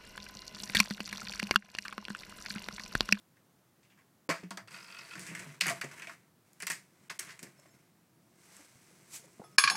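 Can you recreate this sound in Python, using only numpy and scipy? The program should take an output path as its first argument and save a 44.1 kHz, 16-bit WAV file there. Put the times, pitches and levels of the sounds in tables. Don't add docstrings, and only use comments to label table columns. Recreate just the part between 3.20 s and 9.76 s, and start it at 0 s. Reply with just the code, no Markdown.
import sys
import numpy as np
from scipy import signal
from scipy.fft import rfft, irfft, next_fast_len
from scipy.io import wavfile
from scipy.ndimage import uniform_filter1d, minimum_filter1d

SR = 44100
rng = np.random.default_rng(int(sys.argv[2]) if len(sys.argv) > 2 else 0)


def wav_out(sig):
    wavfile.write(sys.argv[1], SR, np.round(np.clip(np.atleast_2d(sig).T, -1, 1) * 32767).astype(np.int16))


def volts_from_db(level):
    exponent = np.asarray(level, float) / 20
    return 10 ** exponent


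N = 289296

# pitch_hz, level_db (per Hz)
HUSH_COLOUR = [(15, -98), (25, -55), (117, -9.5), (181, -7.5), (280, -15), (347, -14), (377, -17),
               (420, -19), (666, -21), (1420, -25), (2880, -31.5), (15100, -34), (16400, -34)]
HUSH_DB = -68
# pitch_hz, level_db
ECHO_COLOUR = [(150, -16), (500, 0.5), (2000, -2), (6000, -1.5), (16000, -2)]
ECHO_T60_S, WOOD_ECHO_DB, TOOL_ECHO_DB = 0.19, -8.5, -19.5
MIC_LOW_HZ, TOP_HZ = 92, 16000

# time_s, level_db
SLIDE = [(5.86, -85), (5.9, -65), (5.94, -46), (5.962, -44.5), (6.032, -71), (6.06, -62)]
# pitch_hz, level_db (per Hz)
SLIDE_COLOUR = [(470, -53), (800, -2.5), (990, -21), (1170, -15.5), (2380, 2.5), (3020, -3), (5050, -2),
                (7170, 6.5), (12600, -5), (16000, -12.5)]
# time_s, level_db
CREEP = [(4.9, -91), (5.17, -73.5), (5.21, -66.5), (5.37, -59), (5.53, -67), (5.73, -66.5), (6.02, -66),
         (6.18, -69), (6.364, -70)]
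# time_s, level_db
WEIGHT = [(4.9, -74.5), (5.1, -69), (5.5, -74.5), (5.75, -66.5), (6.364, -65)]
SOLE_WOOD_DB, SLIDE_WOOD_DB, SLIDE_GRIT_DB = -4.5, -22, -10

# start_s, peak_db, blade_share_db, hardness_db, rise_ms
BOUNCES = [
    (6.38, -27.5, -10, 3, 1),
    (6.3833, -2.5, -0.5, 0, 0.26),
    (6.438, -8, -7, -4.5, 0.97),
    (6.449, -24.5, -12, -3, .6),
    (6.475, -12, -20, -12, 0.96),
    (6.488, -33, -23, -14, 0.9),
    (6.499, -12, 1.5, 2, .7),
    (6.554, -26, 4, -1, .5),
]
# start_s, pitch_hz, level_db, t60_s
BLADE_TOUCHES = [(4.376, 5340, -63.5, 0.27), (4.37, 7240, -75, .2), (4.48, 5300, -72, 0.55),
                 (4.48, 7360, -69, .3), (4.505, 6589, -67, .2), (4.505, 11280, -71, .25),
                 (4.51, 8576, -79, 0.14), (6.24, 1265, -58, 0.5), (6.24, 3420, -64, 0.18),
                 (6.24, 5276, -60, 0.2), (6.24, 10190, -58, 0.1), (6.24, 11100, -61, 0.14),
                 (6.32, 5300, -69, 0.48), (6.385, 13670, -60, .15), (6.52, 5300, -42, .5),
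                 (6.52, 766, -42, .12), (6.385, 12740, -55, .1), (6.385, 8258, -31, .08),
                 (6.439, 10201, -41, 0.1), (6.385, 11900, -34, .03), (6.476, 11300, -50, .04),
                 (6.5, 11300, -42, .05), (6.51, 12640, -56, .4), (6.5, 13670, -61, .06)]
HANDLE_HZ = [1110, 1660, 2400, 4380, 5150, 6900, 8500]
# level_db, t60_s
HANDLE_DECAY = [(-13, 0.076), (-2, 0.058), (-2, 0.047), (-1, 0.022), (-2.5, 0.025), (-7, 0.011),
                (-4.5, 0.0057)]
BLADE_HZ = [840, 1190, 1590, 2495, 3434, 5281, 5363, 6581, 7560, 8540, 10201, 11300, 12640, 13559]
# level_db, t60_s
BLADE_DECAY = [(-48, 0.085), (-47, 0.17), (-24.5, 0.24), (-35, 0.11), (-26, 0.42), (-34, 0.43), (-20, 0.17),
               (-17, 0.16), (-24, 0.13), (-26.5, 0.13), (-18, 0.28), (-28, 0.069), (-33, 0.05),
               (-36.5, 0.21)]
# pitch_hz, level_db (per Hz)
RATTLE_COLOUR = [(290, -47), (500, -24), (847, -17.5), (1130, 9.5), (1300, -7.5), (1650, 2), (1880, -9),
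                 (2390, -1.5), (3770, -10.5), (4290, 0), (9650, -28), (12000, -33), (15000, -51)]
CONTACT_S = 0.0068

# start_s, peak_db, pitch_hz, t60_s
DRUMS = [(1.09, -35.5, 169.4, 0.15), (1.196, -52, 181, 0.073), (1.2332, -39, 183, 0.19),
         (1.417, -54, 114.5, 0.25), (1.519, -54.5, 194.3, 0.42), (1.959, -46.5, 179.6, 0.29),
         (1.998, -47, 186, 0.11), (2.084, -42, 181.6, 0.48), (2.114, -37, 178.2, 0.11),
         (2.265, -43.5, 148, 0.3), (2.418, -42.5, 184, 0.69), (2.502, -31.5, 687, 0.1),
         (2.512, -51, 667, .3), (2.53, -48.5, 144, 0.23), (2.64, -49, 678, 0.18), (2.872, -48.5, 675, 0.14),
         (3.999, -65, 137, 0.18), (5.555, -52.5, 120, 0.041), (6.382, -40, 217, 0.022),
         (6.433, -53, 296, 0.28), (6.441, -46.5, 140, 0.098), (6.502, -50, 178, 0.21)]
# start_s, peak_db, pitch_hz, t60_s
KNOCKS = [(1.09, -28, 279, 0.045), (1.104, -37, 670, 0.12), (1.309, -44.5, 192.4, 0.44),
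          (1.374, -52, 670, 0.18), (2.464, -36.5, 157.4, 0.15), (2.637, -42, 144, 0.18),
          (3.425, -49.5, 184, 0.17), (3.499, -49.5, 165, 0.15), (3.898, -62, 730, .2),
          (3.993, -58, 374, 0.19), (4.228, -54.5, 170, 0.089), (5.392, -58, 308, 0.14),
          (6.503, -43.5, 716, 0.13), (6.529, -46.5, 205.7, 0.24)]
# start_s, peak_db, pitch_hz
TAPS = [(1.232, -41.5, 250), (2.647, -54, 307), (4.223, -52, 318), (4.23, -45, 256), (4.232, -57, 453),
        (4.243, -49, 290), (1.0927, -46, 457), (1.1, -28.5, 323), (3.429, -49.5, 398), (3.5, -48, 350),
        (4.39, -56, 600), (4.456, -54.5, 640), (4.54, -59, 250), (5.709, -56.5, 477), (6.042, -52, 530),
        (6.077, -55, 393), (6.196, -40, 345), (6.198, -50, 660), (6.2, -37.5, 214), (6.216, -48, 820),
        (6.216, -43.5, 485), (6.243, -53, 720), (6.549, -32.5, 864), (6.387, -42, 423), (6.515, -33, 834)]
DRUM_BOARDS_DB, KNOCK_BOARDS_DB, TAP_BOARDS_DB = -7, 3.5, -10
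TAP_T60_S = 0.02
TWIN_RATIO = .925

# time_s, level_db
STROKES = [
    [(1.475, -54.5), (1.5, -67), (1.512, -54), (1.557, -56), (1.689, -59.5), (1.95, -55)],
    [(1.95, -55.5), (2.084, -55), (2.14, -56), (2.23, -53), (2.4, -65)],
    [(2.5, -40.5), (2.616, -60.5), (2.744, -56.5), (2.804, -57.5), (2.926, -58), (2.992, -72), (3.1, -85)],
    [(3.25, -78.5), (3.366, -77.5), (3.522, -65), (3.684, -76.5), (3.89, -73)],
    [(3.91, -51), (3.97, -69), (4.072, -53.5), (4.108, -58.5), (4.18, -67)],
    [(4.18, -74), (4.268, -63.5), (4.35, -73), (4.548, -72.5), (4.72, -81), (4.9, -87.5)],
]
# grit_db, panel_db
STROKE_SHARES = [(-3.5, -10.5), (-3.5, -1.5), (-3.5, -5), (0.5, 3.5), (-2, -8), (-1, 5)]
# pitch_hz, level_db (per Hz)
WOOD_COLOUR = [(240, -35), (400, -3), (420, -1.5), (617, -5), (674, 5.5), (736, -14.5), (941, 4.5),
               (1280, 2), (1380, 3.5), (1570, 5), (1800, 2.5), (2070, 7.5), (2240, 5.5), (3590, -9),
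               (4200, -4.5), (5460, -50), (9240, -120)]
# pitch_hz, level_db (per Hz)
GRIT_COLOUR = [(1880, -14.5), (3200, -16.5), (3640, -16.5), (6150, -10), (6940, -13), (8210, -9),
               (9530, -17), (10800, -13.5), (12100, -23), (14400, -21), (16000, -38)]
# pitch_hz, width_hz, level_db
PANEL_MODES = [(140, 28, 1.5), (174.4, 59, 5.5), (320, 60, 2.5), (670, 24, -7)]

# start_s, peak_db, squeak_share_db, squeak_hz
SLIPS = [(1.479, -45, -4, 4650), (1.508, -57, 2, 4700), (1.5158, -47.5, -1, 4910),
         (1.5412, -39.5, -3.5, 4800), (1.5622, -40, -7, 4550), (1.5817, -43.5, -5, 4950),
         (1.602, -46, -1, 4810), (1.625, -47, 2.5, 5100), (1.643, -45, -3, 4870), (1.6616, -52, 1, 4720),
         (1.6807, -45, -4, 4480), (1.702, -43, -7, 4820), (1.722, -41.5, -2, 4650), (1.7446, -40, -8, 4700),
         (1.7655, -39.5, -8, 4600), (1.7868, -37, -5.5, 5050), (1.8081, -45, 0, 4550),
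         (1.828, -46, -7, 4400), (1.848, -51.5, 5, 4500), (1.8687, -56, -4, 4390), (1.8877, -51, -2, 4800),
         (1.901, -54, 6, 4610), (1.9084, -38.5, -11, 4750), (1.923, -42.5, -9, 4950),
         (1.932, -37.5, -7, 4530)]
# pitch_hz, width_hz, level_db
JOINT_MODES = [(1026, 88, -6.5), (1400, 74, 2), (1950, 160, -1.5), (2600, 260, 5.5), (3100, 330, -5)]
SLIP_RISE_S, SLIP_SCRAPE_S = .003, .004
CATCH_S, CATCH_DB = .009, -5.5

# start_s, peak_db, pitch_hz, splinter_share_db, t60_s
SNAPS = [(0.63, -62, 2370, 0.5, 0.3), (0.7, -61.5, 2680, 1, 0.23), (1.0917, -26.5, 2070, 0, 0.15),
         (1.0984, -22.5, 1310, -6.5, 0.17), (1.1045, -34, 810, -13, 0.061), (1.1104, -28, 2040, -1.5, 0.14),
         (1.122, -38, 1400, -13, 0.23), (1.141, -45, 2160, 1.5, 0.45), (1.307, -47, 3000, 12.5, 0.023),
         (1.3085, -35.5, 1200, -5, 0.1), (1.315, -41, 2500, 0, 0.052), (1.3728, -45.5, 2980, 12, .025),
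         (1.31, -45, 2820, -10.5, 0.093), (1.374, -34, 1370, -4, 0.13), (1.954, -35, 1570, -5, 0.11),
         (2.1, -44.5, 2170, -17.5, 1), (2.209, -48.5, 2070, -13.5, 0.24), (2.4026, -44, 2540, 9.5, 0.1),
         (2.4076, -26, 2600, -1, 0.059), (2.4082, -42, 2730, -5, 0.042), (2.4104, -14, 2870, -1, 0.017),
         (2.413, -26, 2700, -13, 0.033), (2.417, -24.5, 2120, 6, 0.038), (2.4343, -29, 2040, -0.5, 0.17),
         (2.4571, -24.5, 1600, -5, 0.13), (2.4715, -28, 1900, -10, 0.06),
         (2.487, -22.5, 1900, -18.5, 0.049), (2.503, -30.5, 1690, 1, 0.069),
         (2.519, -44.5, 1900, -4, 0.082), (2.6129, -25.5, 1810, -3.5, 0.096),
         (3.4291, -33.5, 1900, -3, .05), (3.4339, -33, 1760, -3, 0.024), (3.479, -33.5, 2080, 1, 0.04),
         (3.896, -37, 3300, -24, 0.086), (3.899, -33.5, 1700, -0.5, 0.082), (3.99, -39.5, 2680, -1, 0.051),
         (4.029, -43, 1180, -1, 0.11), (4.075, -44, 2300, -12, 0.25), (4.09, -43, 1900, -1.5, 0.18),
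         (4.105, -49, 2120, 6.5, 0.17)]
# start_s, peak_db, pitch_hz
CRUMBS = [(0.168, -57, 1650), (0.65, -60, 2300), (0.72, -59, 2500), (0.81, -61, 1500), (0.775, -57.5, 1440),
          (1.234, -47.5, 1950), (1.978, -38, 2190), (2.036, -46, 1900), (2.088, -42, 2180),
          (2.173, -39.5, 1890), (2.221, -43, 1900), (2.3, -47, 2600), (2.693, -55, 1940),
          (2.7117, -41, 1750), (2.7783, -43.5, 1980), (2.796, -39.5, 1900), (2.82, -34.5, 2110),
          (2.844, -40, 1940), (2.8705, -35, 2300), (2.8946, -36, 1560), (2.932, -50.5, 1400),
          (4.266, -50, 1680), (4.4577, -56.5, 1740), (6.238, -50, 1200)]
# start_s, peak_db, splinter_share_db, t60_s, click_db
CHIPS = [(0.787, -56, -8, 0.15, -70), (1.9944, -41.5, 4, 0.49, -22.5), (2.066, -39, 2, 0.33, -58),
         (2.1501, -31, -1.5, 0.084, -39.5), (2.1935, -37, 1, 0.0677, -42.5),
         (2.4674, -24, -5.5, 0.073, -12), (2.4812, -22, -5, 0.1, -12), (2.497, -29, 2, 0.1, -13.5),
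         (2.6403, -37, -0.5, 0.11, -50), (3.4019, -36.5, -2.5, 0.16, -28), (3.4226, -36.5, 1, 0.05, -15),
         (3.468, -28, 1.5, 0.078, -13.5), (3.5002, -26, 0, 0.14, -14.5), (3.5175, -42.5, 8, 0.28, -16.5),
         (3.993, -37.5, 5, 0.19, -10), (3.9961, -35, -11, 0.038, -13.5), (4.192, -42.5, 5, 0.07, -49),
         (4.2288, -44, 7, 0.1, -22.5), (4.012, -51, 1, .1, -36), (4.049, -50, 3, .1, -37)]
# start_s, peak_db
TICKS = [(1.7228, -45), (2.0654, -28.5), (2.151, -36.5), (2.1938, -51), (2.7141, -43), (2.779, -38),
         (2.796, -28), (2.8187, -41), (2.8488, -48), (2.872, -54), (3.429, -27), (3.481, -33), (3.532, -28),
         (2.409, -33), (2.4155, -23.5), (1.5095, -39), (1.308, -56), (1.3735, -43), (2.6135, -22),
         (3.332, -37), (4.3124, -50), (4.3982, -38), (5.3668, -29), (6.0444, -56), (6.058, -54)]
# pitch_hz, level_db (per Hz)
PIECE_COLOUR = [(290, -56.5), (500, -5.5), (618, 0), (757, -9.5), (1060, -2.5), (1210, -7), (1890, -3.5),
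                (3060, -8.5), (5000, -19), (6500, -54.5), (11000, -120)]
# pitch_hz, level_db (per Hz)
SPLINTER_COLOUR = [(1650, -31.5), (2800, -12.5), (3290, -1.5), (4030, -4.5), (4470, -0.5), (5810, -6),
                   (8180, -2.5), (9400, -7), (14600, -14.5), (16000, -25.5)]
SNAP_SPLINTER_HZ = 4810
CRUMB_SPLINTER_DB, CRUMB_SPLINTER_HZ, CRUMB_T60_S = -7, 5000, 0.086
CHIP_HZ, CHIP_SPLINTER_HZ = 2020, 7180
CLICK_HZ, CLICK_S, CLICK_RISE_S = 7640, 0.00092, 0.00019


def colour(x, points):
    hz, db = np.transpose(points)
    size = next_fast_len(len(x) + 4096, True) // 2 * 2
    f = np.maximum(np.arange(size // 2 + 1) * SR / size, 1)
    response_db = np.interp(np.log(f), np.log(hz), db)
    cepstrum = irfft(np.log(volts_from_db(response_db)), size)
    cepstrum[1:size // 2] *= 2
    cepstrum[size // 2 + 1:] = 0
    return irfft(rfft(x, size) * np.exp(rfft(cepstrum)), size)[:len(x)]


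def unit(x):
    return x / np.sqrt(np.mean(x ** 2))


def peak(x, db):
    return x * volts_from_db(db) / np.max(np.abs(x))


def ring(x, hz, width):
    return signal.lfilter(*signal.iirpeak(hz, hz / width, fs=SR), x)


def add(track, s, x):
    i = int(s * SR)
    track[i:i + len(x)] += x[:N - i]


def curve(rows):
    return volts_from_db(np.interp(np.arange(N) / SR, *np.transpose(rows), -150, -150))


def grains(size, rate, spread_db):
    hit = rng.random(size) < rate / SR
    strength_db = np.minimum(spread_db * rng.exponential(size=size), 9)
    return hit * rng.standard_normal(size) * volts_from_db(strength_db)


def modes(table, t, scatter_db):
    hz, db, t60 = np.array(table).T[:, :, None]
    gain = volts_from_db(db + scatter_db * rng.standard_normal(db.shape))
    return np.sum(gain * np.sin(2 * np.pi * hz * t) * volts_from_db(-60 * t / t60), axis=0)


def hush():
    return volts_from_db(HUSH_DB) * unit(colour(rng.standard_normal(N), HUSH_COLOUR))


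def room(x):
    t = np.arange(SR // 2) / SR
    onset = np.clip((t - .004) / 0.00061, 0, 1)
    tail = colour(rng.standard_normal(len(t)), ECHO_COLOUR) * volts_from_db(-60 * t / ECHO_T60_S) * onset
    return signal.fftconvolve(x, tail / np.sqrt(np.sum(tail ** 2)))[:N]


def grind(on_wood, on_grit, on_panel, flutter_db):
    flutter = unit(uniform_filter1d(rng.standard_normal(N), size=SR // 60))
    drag = volts_from_db(flutter_db * flutter)
    wood = unit(colour(drag * grains(N, 8400, 0.49), WOOD_COLOUR))
    grit = unit(colour(drag * grains(N, 10000, 1.5), GRIT_COLOUR))
    push = rng.standard_normal(N)
    panel = np.zeros(N)
    for hz, width, db in PANEL_MODES:
        panel += volts_from_db(db) * unit(ring(ring(push, hz, width), hz, 3 * width))
    return wood * on_wood + grit * on_grit + unit(panel) * on_panel


def shoe():
    creep, slide = curve(CREEP), curve(SLIDE)
    hiss = unit(colour(rng.standard_normal(N), SLIDE_COLOUR)) * slide
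    on_wood = volts_from_db(SOLE_WOOD_DB) * creep + volts_from_db(SLIDE_WOOD_DB) * slide
    on_grit = creep + volts_from_db(SLIDE_GRIT_DB) * slide
    return hiss + grind(on_wood, on_grit, curve(WEIGHT), 0.22)


def scraper():
    out, t = np.zeros(N), np.arange(SR // 2) / SR
    spring = 0.48 * np.exp(-(t / CONTACT_S) ** 6) + 0.31
    rattle_decay = 0.22 * np.exp(-t / 0.0091) + 0.078 * np.exp(-t / 0.046)
    handle_modes = np.column_stack([HANDLE_HZ, HANDLE_DECAY])
    blade_modes = np.column_stack([BLADE_HZ, BLADE_DECAY])
    gaps = np.diff([bounce[0] for bounce in BOUNCES], append=N / SR)
    for (s, db, blade_db, hard_db, rise_ms), gap in zip(BOUNCES, gaps):
        rattle = unit(colour(rng.standard_normal(len(t)), RATTLE_COLOUR)) * rattle_decay
        handle = spring * (modes(handle_modes[:3], t, 0) + volts_from_db(hard_db) * modes(handle_modes[3:], t, 0))
        choke = np.where(t < gap, 1, .4)
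        blade = volts_from_db(blade_db) * choke * modes(blade_modes, t, 1.2)
        rise = 1 - np.exp(-t / (rise_ms / 1000))
        add(out, s, peak((handle + blade + rattle) * rise, db))
    for s, *mode in BLADE_TOUCHES:
        add(out, s, modes([mode], t, 0) * (1 - np.exp(-t / 0.0051)))
    return out


def thuds():
    out, t = np.zeros(N), np.arange(SR // 2) / SR
    rows = [(*row, DRUM_BOARDS_DB) for row in DRUMS]
    rows += [(*row, KNOCK_BOARDS_DB) for row in KNOCKS]
    rows += [(*row, TAP_T60_S, TAP_BOARDS_DB) for row in TAPS]
    for s, db, hz, t60, boards_db in rows:
        panel = modes([(hz, 0, t60), (1.72 * hz, -12, t60)], t, 0)
        drum = panel - modes([(TWIN_RATIO * hz, -6, t60)], t, 0)
        jolt = rng.standard_normal(len(t)) * volts_from_db(-60 * t / min(t60, .1))
        knock = ring(ring(jolt, 380, 550), 380, 800)
        add(out, s, peak(drum * (1 - np.exp(-t / 0.002)), db) + peak(knock, db + boards_db))
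    return out


def drags():
    press = np.array([curve(stroke) for stroke in STROKES])
    on_grit, on_panel = volts_from_db(np.transpose(STROKE_SHARES)) @ press
    return grind(press.sum(axis=0), on_grit, on_panel, 1.6)


def creak():
    out, t = np.zeros(N), np.arange(SR // 10) / SR
    for s, db, squeak_db, squeak_hz in SLIPS:
        slip = rng.standard_normal(len(t)) * np.exp(-t / SLIP_SCRAPE_S) * (1 - np.exp(-t / SLIP_RISE_S))
        slip[SR // 250] += 1.5
        slip = slip + volts_from_db(CATCH_DB) * rng.random() * np.roll(slip, int(CATCH_S * SR))
        low = np.zeros(len(t))
        for hz, width, mode_db in JOINT_MODES:
            low += volts_from_db(mode_db) * unit(ring(ring(slip, hz, width), hz, 4 * width))
        squeak = ring(ring(slip, squeak_hz, 610), squeak_hz, 1300)
        add(out, s, peak(low, db) + peak(squeak, db + squeak_db))
    return out


def clicks():
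    out, t = np.zeros(N), np.arange(SR // 4) / SR
    for s, db in TICKS + [(row[0], row[-1]) for row in CHIPS]:
        click = rng.standard_normal(len(t)) * np.exp(-t / CLICK_S) * (1 - np.exp(-t / CLICK_RISE_S))
        for width in (CLICK_HZ, CLICK_HZ, 2 * CLICK_HZ):
            click = ring(click, CLICK_HZ, width)
        add(out, s, peak(click, db - 10.5))
    return out


def cracks():
    out, t = np.zeros(N), np.arange(SR // 4) / SR
    rows = [(s, db, hz, share, SNAP_SPLINTER_HZ, t60) for s, db, hz, share, t60 in SNAPS]
    rows += [(*row, CRUMB_SPLINTER_DB, CRUMB_SPLINTER_HZ, CRUMB_T60_S) for row in CRUMBS]
    rows += [(s, db, CHIP_HZ, share, CHIP_SPLINTER_HZ, t60) for s, db, share, t60, _ in CHIPS]
    for s, db, hz, treble_db, treble_hz, t60 in rows:
        shower = grains(len(t), 16000, 1.5) * volts_from_db(-60 * t / t60)
        snap = rng.standard_normal(len(t)) * np.exp(-t / 0.004)
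        body = ring(ring(shower + 0.52 * snap, hz, 0.5 * hz), hz, 2.07 * hz)
        body = colour(body, PIECE_COLOUR)
        spit = shower * volts_from_db(-20 * t / t60) + 0.27 * snap
        splinter = colour(.4 * spit + ring(spit, treble_hz, 0.62 * treble_hz), SPLINTER_COLOUR)
        add(out, s, peak(body, db) + peak(splinter, db + treble_db))
    return out


def scene():
    wood = cracks() + clicks() + creak() + thuds()
    tool = scraper()
    wet = room(volts_from_db(WOOD_ECHO_DB) * wood + volts_from_db(TOOL_ECHO_DB) * tool)
    near = wood + tool + wet + drags() + shoe()
    near = signal.sosfilt(signal.butter(1, MIC_LOW_HZ, "high", fs=SR, output="sos"), near)
    return (near + hush())[None]


def low_pass(x):
    return signal.sosfilt(signal.butter(12, 16050, fs=SR, output="sos"), x)


def record(dry):
    level = uniform_filter1d(np.abs(dry), size=SR // 400) + 1e-9
    ahead = np.roll(-minimum_filter1d(-level, size=SR // 110), -SR // 130, axis=1)
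    gain = np.clip((14 * level / ahead) ** 3, .05, 1)
    gain = uniform_filter1d(gain, size=SR // 800)
    bass = signal.sosfiltfilt(signal.butter(2, 700, fs=SR, output="sos"), dry)
    gated = bass + gain * (dry - bass)
    mix = signal.sosfilt(signal.ellip(8, .2, 60, TOP_HZ, fs=SR, output="sos"), gated)
    return low_pass(mix)


dry = scene()
out = record(dry)
wav_out(out)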